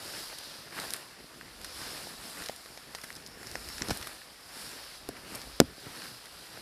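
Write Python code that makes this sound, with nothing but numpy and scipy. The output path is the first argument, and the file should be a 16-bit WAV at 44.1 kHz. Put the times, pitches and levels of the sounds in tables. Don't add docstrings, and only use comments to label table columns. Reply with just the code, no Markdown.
import sys
import numpy as np
from scipy import signal
from scipy.fft import rfft, irfft
from scipy.io import wavfile
from scipy.ndimage import uniform_filter1d, map_coordinates

SR = 44100
rng = np.random.default_rng(int(sys.argv[2]) if len(sys.argv) > 2 else 0)


def ratio(d):
    e = np.asarray(d, float) / 20
    return 10 ** e


def waveform_to_disk(signal):
    frames = np.transpose(np.atleast_2d(signal))
    scaled = np.clip(frames, -1, 1) * 32767
    samples = np.round(scaled).astype(np.int16)
    wavfile.write(sys.argv[1], SR, samples)


N = 291632

# (time [s], level [dB])
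LURCHES = [(0.0, -65), (0.16, -63), (0.4, -70), (1.16, -72), (1.25, -67), (1.86, -60), (2.08, -66),
           (2.82, -69), (3.42, -65), (3.62, -56), (3.87, -59), (4.33, -71), (4.53, -67.5), (5.39, -62.5),
           (5.49, -58.5), (6.17, -74), (6.28, -70), (6.61, -69)]
# (peak time [s], leaf level [dB], rise [s], fall [s], dry edge over leaf [dB])
LEAF_SWEEPS = [(.17, -45.5, .2, .16, -2.5), (.46, -48.5, 0.17, 0.18, -6.5), (.81, -45.5, 0.069, 0.099, -2),
               (.94, -49.5, 0.086, 0.088, 0), (1.68, -50, 0.065, 0.11, -5), (1.86, -45.5, 0.11, 0.14, -2.5),
               (2.04, -49.5, 0.093, 0.2, -2), (2.27, -49, 0.075, .08, -2), (2.42, -49, 0.12, 0.098, 0),
               (2.7, -59.5, 0.22, 0.083, 0), (3.05, -58, 0.15, 0.13, 1.5), (3.54, -51.5, 0.12, 0.11, -2.5),
               (3.75, -48, 0.13, 0.085, -2.5), (3.93, -48, 0.1, 0.1, -2), (4.07, -53, 0.078, 0.15, -1),
               (4.64, -49, 0.13, 0.12, -1), (4.83, -50.5, 0.12, 0.17, -4.5), (5.36, -52, 0.11, 0.13, -1),
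               (5.56, -55.5, 0.1, 0.096, -13), (5.84, -54, .1, .07, -3), (6.02, -49.5, 0.13, 0.13, -3),
               (6.5, -54.5, 0.31, 0.19, -3.5)]
# (peak time [s], cloth level [dB], rise [s], fall [s], stem scrape over cloth [dB])
REED_DRAGS = [(.07, -55.5, .12, 0.18, 2.5), (.66, -57, 0.12, 0.087, -11), (.8, -52.5, 0.058, 0.097, 7),
              (.95, -57.5, 0.039, 0.069, 6), (1.2, -57.5, 0.034, 0.059, -4),
              (1.44, -55.5, 0.11, 0.065, -17), (1.6, -57, 0.058, 0.14, -3), (1.84, -52, 0.072, 0.095, 3),
              (2.03, -54, 0.11, 0.12, 1), (2.24, -52.5, 0.048, 0.076, 1.5), (2.4, -53, 0.056, 0.071, 6),
              (2.72, -63, 0.064, .05, -3), (2.89, -59.5, 0.042, 0.1, -1), (3.13, -55.5, .05, 0.21, -12),
              (3.45, -53, 0.091, 0.21, -2), (3.68, -57, 0.09, 0.073, -2), (3.85, -47, .05, .1, 0.5),
              (4.03, -57.5, 0.098, 0.11, 7), (4.64, -55.5, 0.11, 0.17, 2.5), (5.12, -56, 0.1, 0.09, -4),
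              (5.35, -51.5, 0.1, 0.11, 2), (5.69, -55.5, 0.058, .06, -8), (5.88, -55.5, 0.062, 0.085, -0.5),
              (6.02, -53.5, 0.1, 0.083, 0), (6.58, -58.5, 0.094, .1, 1)]
# (time [s], share [0-1])
GREEN_BLADES = [(0, 0.33), (.5, 0), (1.5, 0.18), (2.5, 0.17), (3.1, 0.17), (3.45, 0.65), (3.8, 0.43),
                (4.1, 0.01), (4.6, 0.26), (5.1, 0.1), (5.8, 0.07), (6.6, 0)]
# (time [s], relative blow level [dB], contact frequency [Hz], contact length [swings])
HOUSING_KNOCKS = [(0.052, -40, 343, 0.82), (1.2435, -37.5, 381, 0.75), (1.812, -48, 95, 1.4),
                  (2.0707, -33, 614, 1.1), (2.1393, -38.5, 408, 1.2), (2.413, -37, 103, 0.73),
                  (2.4956, -24.5, 660, 1.76), (2.6588, -40, 514, 1.2), (2.7748, -39, 597, 1.3),
                  (2.949, -32.5, 640, 1.13), (3.0394, -33, 433, 0.73), (3.3733, -38, 403, 0.86),
                  (3.4145, -41, 373, 1.2), (3.517, -45, 76, 1.5), (3.5536, -27.5, 610, 1.23),
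                  (3.8148, -31.5, 269, 1.4), (3.8565, -49, 91, 1.5), (3.817, -43, 92, 1.4),
                  (3.821, -31, 361, 0.77), (3.886, -29, 354, .95), (3.8955, -19.5, 293, .61),
                  (3.9057, -19.5, 400, 0.67), (3.9085, -14.5, 785, 0.85), (3.9113, -26, 296, 1.3),
                  (3.9152, -25, 101, 0.93), (4.005, -45, 87, 1.4), (4.0715, -39, 598, 1.6),
                  (4.5692, -42, 376, 1.4), (5.0893, -26.5, 342, .91), (5.092, -22, 393, 0.7),
                  (5.107, -46, 325, 0.73), (5.4746, -33.5, 395, 0.64), (5.6016, 1, 415, 1.04),
                  (5.6147, -12.5, 311, 0.89), (5.644, -40, 116, 1.3), (5.6755, -44, 74, 1.9),
                  (5.7813, -42, 387, 1.2), (6.124, -55, 124, 7), (6.5742, -38.5, 582, 1.7)]
# (frequency [Hz], relative level [dB], t60 [s])
HOUSING_MODES = [(74, -14, 0.14), (125, -29, 0.13), (191, -5, 0.13), (249, -1, 0.11), (292.3, 0, 0.079),
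                 (400, -11.5, 0.061), (533, -12, 0.087), (655, 5.5, 0.019)]
# (time [s], relative stem level [dB], relative leaf level [dB], dry edge over leaf [dB], burst t60 [s])
STEM_SNAPS = [(0.3855, -55, -42, 0, 0.016), (0.7223, -40.5, -72, -14, .082), (0.768, -43, -57, -13, 0.013),
              (0.7772, -39, -62, -8, 0.0059), (0.7816, -37, -55, -15, 0.0087), (0.788, -35, -66, -4, 0.013),
              (0.7995, -53, -37.5, -2, .006), (.8385, -42, -53, 0, .011), (0.9056, -58, -37, 0, 0.0073),
              (0.9365, -41, -34, 5.5, 0.0053), (.943, -40, -45, -16, 0.016), (0.964, -49, -55, 12, .018),
              (1.4114, -42, -57, 0, .011), (1.6145, -49, -50.5, 3, .013), (1.6453, -42, -39.5, -1, 0.03),
              (2.4212, -40, -51, 3, 0.014), (2.438, -60, -46, -17, .008), (2.46, -47, -39.5, -5, 0.012),
              (2.4693, -48, -50, -10, 0.0073), (2.4868, -40, -38, -8, 0.0071),
              (2.4967, -43.5, -46, -20, .017), (2.5614, -65, -48, 1.5, 0.021), (2.66, -48, -53, -5, .0078),
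              (2.7742, -47, -48, -10, 0.023), (2.9493, -39, -39.5, -8, 0.0075),
              (2.9525, -46, -43, -6, 0.021), (2.9849, -45, -62, 9, 0.014), (3.0146, -61, -47, -3, .023),
              (3.0367, -42, -45, 0, 0.039), (3.0416, -49, -47, 0, 0.015), (3.1037, -38.5, -51, -3, 0.0071),
              (3.1277, -54, -47.5, -18, .003), (3.1528, -61, -46.5, -3, 0.018),
              (3.1615, -66, -44.5, -7, 0.023), (3.1668, -62, -47, -10, .011),
              (3.2632, -69, -43.5, -16, .009), (3.2682, -65, -50, -9, .01), (3.2741, -67, -51, 0, .0075),
              (3.43, -47, -51, -2, .017), (3.4696, -59, -41, -7, 0.016), (3.5143, -60, -43.5, -4, .0082),
              (3.555, -32, -40, -15, 0.0049), (3.688, -46, -42.5, -1, .0039),
              (3.701, -45.5, -64, 12, .0121), (3.7814, -42, -41, -16, .0116), (3.807, -43, -68, -2, .016),
              (3.8203, -32, -31, -22, 0.0079), (3.8495, -47, -60, -10, .008),
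              (3.8848, -49, -37.5, -5, .014), (3.897, -41, -41, -15, 0.0039),
              (3.9055, -37, -33.5, -6.5, 0.027), (3.9079, -34, -36, -14, 0.048),
              (3.916, -56, -45, -4, 0.012), (3.9732, -70, -46, 8.5, .0037), (4.013, -45, -45, -2, 0.0063),
              (4.0256, -42, -42, -5, 0.026), (4.071, -38, -41.5, 2, .02), (4.217, -46, -64, -10, .012),
              (5.0893, -46.5, -42.5, 5, 0.0044), (5.1653, -45.5, -56, -12, .034),
              (5.3492, -50, -42, 1, 0.022), (5.3545, -62, -47.5, 10, 0.023),
              (5.4163, -48, -44, -14, 0.0096), (5.6015, -11, -11, -16, 0.005), (5.605, -34, -50, -7, .016),
              (5.616, -41, -62, -15, 0.0059), (6.0191, -41, -49, -10, .0129), (6.0437, -48, -62, 0, .0107),
              (6.056, -44.5, -52, -14, .0113), (6.2565, -51, -51, 1, .0155),
              (6.5728, -46.5, -61, -1, .0099)]

# (frequency [Hz], relative level [dB])
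SWAY_TONE = [(12, -35), (25, -8), (55, -2), (90, -11.5), (150, -29)]
# (frequency [Hz], relative level [dB])
CLOTH_TONE = [(50, -24), (110, 0.5), (230, 0.5), (420, -2), (650, -8), (1100, -31)]
# (frequency [Hz], relative level [dB])
STEM_TONE = [(250, -11.5), (550, -4), (990, -5.5), (1740, -3.5), (2220, -7.5), (2900, -9.5), (4200, -39)]
# (frequency [Hz], relative level [dB])
LEAF_TONE = [(1900, -32), (3100, -7.5), (4200, -2), (5000, -1), (5700, -7.5), (6500, -9), (8000, -41)]
# (frequency [Hz], relative level [dB])
GREEN_TONE = [(2500, -33), (3900, -9), (4700, -6), (5300, 1.5), (5900, -8), (6700, -12.5), (8200, -31)]
# (frequency [Hz], relative level [dB])
EDGE_TONE = [(5200, -30), (6600, -2.5), (8000, -3), (10400, -0.5), (11800, -3), (13300, -9.5), (14800, -12),
             (16500, -42)]
# (frequency [Hz], relative level [dB])
HISS_TONE = [(40, -18), (300, -1.5), (800, -0.5), (2000, -13.5), (6000, -5), (14000, -2.5), (16500, -26)]
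# (frequency [Hz], relative level [dB])
STALK_TONE = [(450, -30), (900, -9), (1200, -1), (1850, 0), (2300, -4), (3000, -12), (4200, -32)]
# (frequency [Hz], relative level [dB])
HUSK_TONE = [(4800, -10), (6000, -6.5), (7700, 6), (8600, -3), (10000, -24)]


def unit(x):
    return x / np.sqrt(np.mean(x ** 2) + 1e-20)


def wobble(rate):
    knots = rng.standard_normal(int(N * rate / SR) + 4)
    return map_coordinates(knots, [np.arange(N) * rate / SR])


def follow(table):
    return np.interp(np.arange(N) / SR, *np.transpose(table))


def coloured(x, tone, size=4096):
    hz, db = np.transpose(tone)
    grid = np.fft.rfftfreq(size, 1 / SR)
    shape_db = np.interp(np.log(grid + 1), np.log(hz), db, left=-60, right=-60)
    cepstrum = irfft(np.log(ratio(shape_db)))
    cepstrum[1:size // 2] *= 2
    cepstrum[size // 2 + 1:] = 0
    response = irfft(np.exp(rfft(cepstrum)))
    response *= np.hanning(2 * size)[size:] ** 2
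    response /= np.linalg.norm(response)
    filtered = signal.fftconvolve(np.atleast_2d(x), response[None], axes=1)
    return filtered[:, :x.shape[-1]].reshape(x.shape)


def strokes(rows):
    peak, db, rise, fall, other_db = np.transpose(rows)[:, :, None]
    late = np.arange(0, N + 64, 64) / SR - peak
    bells = ratio(db - 6 * (late / np.where(late < 0, rise, fall)) ** 2) ** 2
    powers = bells.sum(0), (bells * ratio(other_db) ** 2).sum(0)
    return [np.interp(np.arange(N) / 64, np.arange(len(p)), p) for p in powers]


def friction(per_second, spread_db, top_db, life, smooth, clump_db, patchy_db):
    count = int(per_second * N / SR)
    draws = rng.random((count, 2))
    sizes_db = -spread_db * np.log(1 - draws[:, 1])
    sizes = ratio(top_db * np.tanh(sizes_db / top_db))
    starts = np.bincount((draws[:, 0] * N).astype(int), sizes ** 2, N)
    fade = ratio(-120 * np.arange(SR // 10) / SR / life)
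    scratches = np.abs(signal.fftconvolve(starts, fade)[:N])
    power = smooth + scratches / scratches.mean()
    z = signal.stft(rng.standard_normal(N), nperseg=512)[2]
    field = rng.standard_normal(z.shape)
    field = uniform_filter1d(uniform_filter1d(field, 6, 0), 10, 1)
    noise = signal.istft(z * ratio(patchy_db * unit(field)), nperseg=512)[1][:N]
    return np.sqrt(power) * noise * ratio(clump_db * wobble(25))


def rustle():
    leaf_power, edge_power = strokes(LEAF_SWEEPS)
    rub_power, scrape_power = strokes(REED_DRAGS)
    stem_power = scrape_power + leaf_power * ratio(-5.5) ** 2

    leaf_level = np.sqrt(leaf_power + ratio(-56) ** 2)
    edge_level = np.sqrt(edge_power + ratio(-59.5) ** 2)
    rub_level = np.sqrt(rub_power + ratio(-63.5) ** 2)
    stem_level = np.sqrt(stem_power + ratio(-55.5) ** 2)

    brush = wobble(12)
    leaves = friction(700, spread_db=7, top_db=12, life=0.013, smooth=5, clump_db=0.5, patchy_db=0.8)
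    blades = friction(500, spread_db=2, top_db=12, life=0.014, smooth=2, clump_db=1.1, patchy_db=2.6)
    cloth = friction(90, spread_db=6, top_db=15, life=0.0074, smooth=0.83, clump_db=-1.3, patchy_db=2)
    stems = friction(400, spread_db=5.5, top_db=12, life=0.009, smooth=1.8, clump_db=0.9, patchy_db=1.5)

    sway = unit(coloured(rng.standard_normal(N) + 0.22 * cloth, SWAY_TONE))
    sway *= ratio(follow(LURCHES) + 1.5 * wobble(9))
    rub = unit(coloured(cloth + 0.93 * stems, CLOTH_TONE))
    scrape = unit(coloured(stems + 0.37 * leaves, STEM_TONE))
    green = np.clip(follow(GREEN_BLADES), 0, 1)
    swish = np.sqrt(1 - green) * unit(coloured(leaves, LEAF_TONE))
    swish += np.sqrt(green) * unit(coloured(blades, GREEN_TONE))
    edge = unit(coloured(leaves, EDGE_TONE))
    return (sway
            + rub_level * ratio(0.3 * brush) * rub
            + stem_level * ratio(0.12 * brush) * scrape
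            + leaf_level * ratio(0.27 * brush) * swish
            + edge_level * ratio(0.48 * brush) * edge)


def faint_hiss():
    hiss = ratio(-79) * unit(coloured(rng.standard_normal(N), HISS_TONE))
    return np.array([hiss, -hiss])


def knocks():
    t = np.arange(SR // 4) / SR
    scatter_db = 0.5 * rng.standard_normal((len(HOUSING_KNOCKS), len(HOUSING_MODES)))
    out = np.zeros(N + len(t))
    for (s, db, hz, swings), scatter in zip(HOUSING_KNOCKS, scatter_db):
        ring_db = -14 - 6.5 * abs(np.log2(hz / 288))
        contact = np.exp(-(t * hz / swings) ** 4)
        push = contact * np.sin(2 * np.pi * hz * t)
        rebound = contact * np.sin(np.pi * hz * t / swings) ** 2
        blow = push - rebound * push.sum() / rebound.sum()
        ring = np.zeros(len(t))
        for (mode_hz, mode_db, t60), shift_db in zip(HOUSING_MODES, scatter):
            ring += ratio(mode_db + shift_db - 60 * t / t60) * np.sin(2 * np.pi * mode_hz * t)
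        ring *= 1 - np.exp(-t / 0.00048)
        out[round(s * SR):][:len(t)] += ratio(db - 2.2) * (blow + ratio(ring_db) * ring)
    return out[:N]


def snaps():
    t = np.arange(SR // 10) / SR
    s, stem_db, leaf_db, dry_db, t60 = np.transpose(STEM_SNAPS)
    green = np.clip(1.7 * np.interp(s, *np.transpose(GREEN_BLADES)), 0.02, 0.98)
    parts = [(stem_db, STALK_TONE),
             (leaf_db + 10 * np.log10(1 - green), LEAF_TONE),
             (leaf_db + 10 * np.log10(green), GREEN_TONE),
             (leaf_db - 5.5 + 0.17 * (leaf_db + 37), HUSK_TONE),
             (leaf_db + dry_db, EDGE_TONE)]
    cracks = rng.standard_normal((len(STEM_SNAPS), len(t)))
    bursts = cracks * ratio(-60 * t / t60[:, None]) * (1 - np.exp(-t / 0.00036))
    bursts[:, 4] -= 4.5
    shivers = cracks * ratio(-60 * t / 0.066)
    out = np.zeros(N + len(t))
    for level_db, tone in parts:
        burst = coloured(bursts, tone, size=256)
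        burst *= ratio(level_db + 21)[:, None] / np.linalg.norm(burst, axis=1, keepdims=True)
        shiver_db = np.minimum(level_db, -34) - 17
        sounds = burst + ratio(shiver_db)[:, None] * coloured(shivers, tone)
        for start, sound in zip(np.round(s * SR).astype(int), sounds):
            out[start:][:len(t)] += sound
    return out[:N]


def scene():
    return rustle() + knocks() + snaps() + faint_hiss()


def low_pass(x):
    return signal.sosfilt(signal.butter(12, 15450, fs=SR, output="sos"), x)


def record(dry):
    mix = dry / (1 + np.abs(dry / 0.95) ** 4) ** (1 / 4)
    return low_pass(mix)


dry = scene()
out = record(dry)
waveform_to_disk(out)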